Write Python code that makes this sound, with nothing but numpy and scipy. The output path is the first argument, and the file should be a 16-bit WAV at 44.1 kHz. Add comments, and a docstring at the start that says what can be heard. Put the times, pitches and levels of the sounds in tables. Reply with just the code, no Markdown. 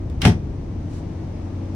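"""A motor hums over low rumble in a camper van, and the handle of an overhead cabinet ticks.
The door is pushed shut: the catch meets its keeper, scrapes over it and snaps home, each impact
exciting its modes, and the panel thumps against the frame. The small padded cabin reverberates
briefly. Then a sleeve rustles faintly, twice, as the microphone turns towards the cab."""
import sys
import numpy as np
from scipy import signal
from scipy.fft import rfft, irfft, next_fast_len
from scipy.io import wavfile
from scipy.ndimage import map_coordinates

SR = 44100
rng = np.random.default_rng(int(sys.argv[2]) if len(sys.argv) > 2 else 0)


def output_pcm(signal):
    """Save a mono or channel-first signal as 16-bit PCM at the path in sys.argv[1].

    Samples are clipped to [-1, 1] before scaling.
    """
    pcm = np.clip(np.atleast_2d(signal).T, -1, 1) * 32767
    wavfile.write(sys.argv[1], SR, np.round(pcm).astype(np.int16))


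N = 77175

# noise spectrum of the catch (f/Hz, relative level/dB)
CATCH_SPECTRUM = [(150, -15.5), (450, -7.5), (800, -1.5), (1100, -3.5), (2000, -3), (3300, -5), (4300, -13),
                  (5500, -9), (7300, -21), (8700, -16.5), (10000, -22.5), (12500, -29), (14000, -35.5),
                  (15600, -31)]
CRACK_ATTACK_S, CRACK_T60_S, RING_ATTACK_S = 0.00073, 0.029, 0.0043


def amp(db):
    """Amplitude ratio of a level in decibels."""
    return 10 ** (np.asarray(db) / 20)


def along(points, hz):
    """Interpolation of (f/Hz, value) points on a logarithmic frequency axis."""
    f, v = np.transpose(points)
    return np.interp(np.log(hz + 1), np.log(f + 1), v)


def since(s):
    """Time in seconds since the onset s, zero before it."""
    return np.maximum(np.arange(N) / SR - s, 0)


def strike(s, attack, t60):
    """Exponential damping: an envelope that rises at s and falls 60 dB in t60 seconds."""
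    return (1 - np.exp(-since(s) / attack)) * amp(-60 * since(s) / t60)


def wobble(rate):
    """Random modulation: a spline through rate Gaussian values a second."""
    return map_coordinates(rng.standard_normal(256), [np.arange(N) * rate / SR], mode="wrap")


def filtered(x, response):
    """Linear filtering: the spectrum of x is multiplied by a frequency response."""
    size = next_fast_len(N + SR // 2)
    return irfft(rfft(x, size) * response(np.fft.rfftfreq(size, 1 / SR)), size)[..., :N]


def noise(spectrum, tilt_db=0, tongue_db=0):
    """Partial coherence: stereo noise of rms 1, nearly mono in the bass, tilted by tilt_db an octave."""
    # likeness of left and right (f/Hz, correlation coefficient)
    correlation = [(100, 0.98), (300, 1), (750, 0.12), (1700, 0.48), (3500, 0.08), (7000, -0.17)]

    def response(hz):
        angle = np.arccos(np.clip(along(correlation, hz), -1, 1)) / 2
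        tongue = tongue_db * np.exp(-((hz - 3270) / 1200) ** 2)  # resonance of the catch's tongue
        colour = amp(along(spectrum, hz) + tilt_db * np.log2(hz + 1) + tongue)
        return colour * [np.cos(angle), np.sin(angle)]

    mid, side = filtered(rng.standard_normal((2, N)), response)
    stereo = np.array([mid + side, mid - side])
    return stereo / np.sqrt(np.mean(stereo ** 2) + 1e-20)


def reverberant(x, s, attack):
    """Reverberation: x builds up from s, and absorption damps each frequency at its own rate."""
    # reverberation time of cabinet and cabin (f/Hz, T60/s)
    decay_times = [(100, 0.5), (500, 0.32), (2000, 0.16), (6000, 0.19), (14000, 0.12)]
    hz, t, spectra = signal.stft(x, SR, nperseg=256)
    fade = amp(-60 * np.maximum(t - s, 0) / along(decay_times, hz)[:, None])
    decaying = signal.istft(spectra * fade, SR, nperseg=256)[1][:, :N]
    return decaying * (1 - np.exp(-since(s) / attack))


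def cabin_air():
    """Broadband ambient noise: a rumble that eases, and a rush that grows towards the cab."""
    # spectra of rumble and rush (f/Hz, relative level/dB)
    rumble_spectrum = [(20, -21.5), (27, -24.5), (35, 2), (49, -6), (70, -1.5), (100, -0.5), (150, -4.5),
                       (200, -12), (290, -11.5), (440, -23.5), (700, -32.5), (1300, -78)]
    rush_spectrum = [(100, -17.5), (280, -3.5), (420, -14), (520, -14.5), (900, -20.5), (1450, -31.5),
                     (2200, -33.5), (3400, -39), (4600, -40.5), (6200, -40.5), (7400, -50.5), (8400, -47.5),
                     (9600, -57.5), (11000, -55), (13500, -69.5), (16000, -77.5)]
    # their envelopes (t/s, level/dB)
    rumble_levels = [(0, -28.5), (.2, -29.5), (.5, -28.5), (.9, -31), (1.7, -34.5)]
    rush_levels = [(0, -40.5), (.7, -39.5), (1.1, -38), (1.7, -37.5)]
    rumble = amp(np.interp(since(0), *np.transpose(rumble_levels))) * noise(rumble_spectrum)
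    rush = amp(np.interp(since(0), *np.transpose(rush_levels))) * noise(rush_spectrum)
    return rumble + rush * amp([[0.5], [-0.5]])  # the rush leans left


def motor():
    """A line spectrum, slightly modulated, whose balance shifts as the microphone moves."""
    # partials of the hum (f/Hz, initial level/dB, final level/dB)
    partials = [(32.6, -35.5, -46.5), (70.12, -32.5, -45.5), (91.3, -37.5, -30), (177.8, -44, -46.5),
                (215.3, -61, -40.5), (264, -57.5, -42.5), (322.6, -50, -44.5)]
    hum = np.zeros(N)
    for hz, first_db, last_db in partials:
        level_db = np.linspace(first_db, last_db, N) - 0.5 * wobble(7.13)
        phase = 2 * np.pi * (hz * since(0) + rng.random()) + 0.3 * wobble(6.6)
        hum += np.sqrt(2) * amp(level_db) * np.sin(phase)
    return hum


def sleeve():
    """Friction noise: moving cloth gives soft, grainy swells."""
    # rustles (peak t/s, half width/s, level/dB)
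    rustles = [(0.956, 0.058, -53.5), (1.74, 0.054, -66)]
    # spectrum of rubbing cloth (f/Hz, relative level/dB)
    cloth_spectrum = [(300, -13.5), (1000, 3), (3000, 2.5), (6000, 2), (8500, -1.5), (11000, -8),
                      (14000, -30), (15600, -12.5)]
    swell = sum(amp(db) * np.exp(-((since(0) - s) / half) ** 2) for s, half, db in rustles)
    return swell * amp(1.5 * wobble(140)) * noise(cloth_spectrum)


def handle():
    """A light impact: the handle ticks under the fingers and reverberates faintly."""
    onset_s = 0.0982
    tick = amp(-42) * noise(CATCH_SPECTRUM, tilt_db=4.5) * strike(onset_s, CRACK_ATTACK_S, t60=0.018)
    return tick + amp(-54) * reverberant(noise(CATCH_SPECTRUM), onset_s, RING_ATTACK_S)


def scrape():
    """Sliding friction: the catch brushes its keeper, then rides over it until it snaps in."""
    # spells of sliding (start t/s, end t/s, level/dB)
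    slides = [(.207, 0.218, -39), (.231, 0.255, -27.5)]
    envelope = sum(amp(db - 60 * since(end) / CRACK_T60_S) * (1 - np.exp(-since(start) / RING_ATTACK_S))
                   for start, end, db in slides)
    return envelope * amp(1.9 * wobble(300)) * noise(CATCH_SPECTRUM, tilt_db=-1.6)


def catch():
    """Impulsive excitation: each contact cracks, rings the catch and reverberates in the cabinet."""
    # contacts (t/s, crack level/dB, ring level/dB, tilt/(dB per octave), tongue resonance/dB)
    contacts = [(0.2167, -20, -30, 3, 0), (0.2185, -17.5, -27, 0.5, 7.5), (0.2511, -8.5, -17.5, 0, -1),
                (.2700, -20.5, -25.5, 3, 1)]
    # modes of the catch and its mount (f/Hz, relative level/dB, T60/s)
    catch_modes = [(1583, -4, 0.065), (1980, -3.5, 0.2), (2154, -2, 0.1), (2442, -5.5, 0.21),
                   (2766, 1, 0.059), (3206, -5.5, 0.13), (4110, -8, 0.16)]
    out = np.zeros((2, N))
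    for s, crack_db, ring_db, tilt_db, tongue_db in contacts:
        crack = noise(CATCH_SPECTRUM, tilt_db, tongue_db) * strike(s, CRACK_ATTACK_S, CRACK_T60_S)
        ring = np.zeros((2, N))
        for hz, db, t60 in catch_modes:
            phase = 2 * np.pi * (hz * since(s) + rng.random((2, 1)))
            ring += amp(db) * strike(s, CRACK_ATTACK_S, t60) * np.sin(phase)
        rattle = reverberant(noise(CATCH_SPECTRUM, tilt_db, tongue_db), s, RING_ATTACK_S)
        out += amp(crack_db) * crack + amp(ring_db) * (rattle + amp(-4.5) * ring)
    return out


def panel():
    """Damped modal vibration: the door flexes against the catch, hits the frame and booms in the cabin."""
    # blows on the panel (t/s, level/dB)
    blows = [(0.2279, -24.5), (0.2557, -9)]
    # modes of panel and cabinet (f/Hz, relative level/dB, T60/s)
    panel_modes = [(45, -24.5, 0.21), (74, -17.5, 0.86), (92.7, 1.5, 0.29), (112.6, 6, 0.19),
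                   (152.5, 2.5, 0.18), (170.2, 2.5, 0.21), (215.2, -0.5, 0.28), (243.7, -1.5, 0.18),
                   (334.7, -9, 0.2), (378, -11, .17), (407, -8.5, 0.18), (599, -20.5, 0.22),
                   (683, -9.5, 0.14), (725, -8, .15), (842, -7, 0.086), (878, -13.5, 0.16)]
    punch = (168, 3.5, 0.052)  # one more mode, heavily damped
    # spectrum of the cabin's boom (f/Hz, relative level/dB)
    boom_spectrum = [(40, -36), (100, -5), (200, -0.5), (400, -3.5), (700, -23), (1500, -29), (4000, -83)]
    out = np.zeros((2, N))
    for s, blow_db in blows:
        ring = np.zeros(N)
        for hz, db, t60 in panel_modes + [punch]:
            envelope = amp(db + rng.normal(0, 1)) * strike(s, attack=0.005, t60=t60)
            ring += envelope * np.sin(2 * np.pi * hz * since(s))
        boom = amp(-9) * reverberant(noise(boom_spectrum), s, attack=0.0056)
        out += amp(blow_db) * (ring + boom)
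    return out


def scene():
    """Superposition of all sources, with the lower middle frequencies leaning left."""
    # level difference between the channels (f/Hz, left over right/dB)
    balance = [(30, -0.5), (100, 1.5), (300, 3.5), (600, 4), (1000, 2.5), (2500, 1), (8000, -0.5)]
    total = handle() + catch() + scrape() + panel() + motor() + cabin_air() + sleeve()
    return filtered(total, lambda hz: amp(np.outer([0.5, -0.5], along(balance, hz))))


def record(dry):
    """Soft saturation rounds the highest peaks, and a low-pass filter limits the bandwidth."""
    ceiling, cutoff_hz = 0.79, 15950
    rounded = dry / (1 + np.abs(dry / ceiling) ** 8) ** (1 / 8)
    return filtered(rounded, lambda hz: hz < cutoff_hz)


dry = scene()
out = record(dry)
output_pcm(out)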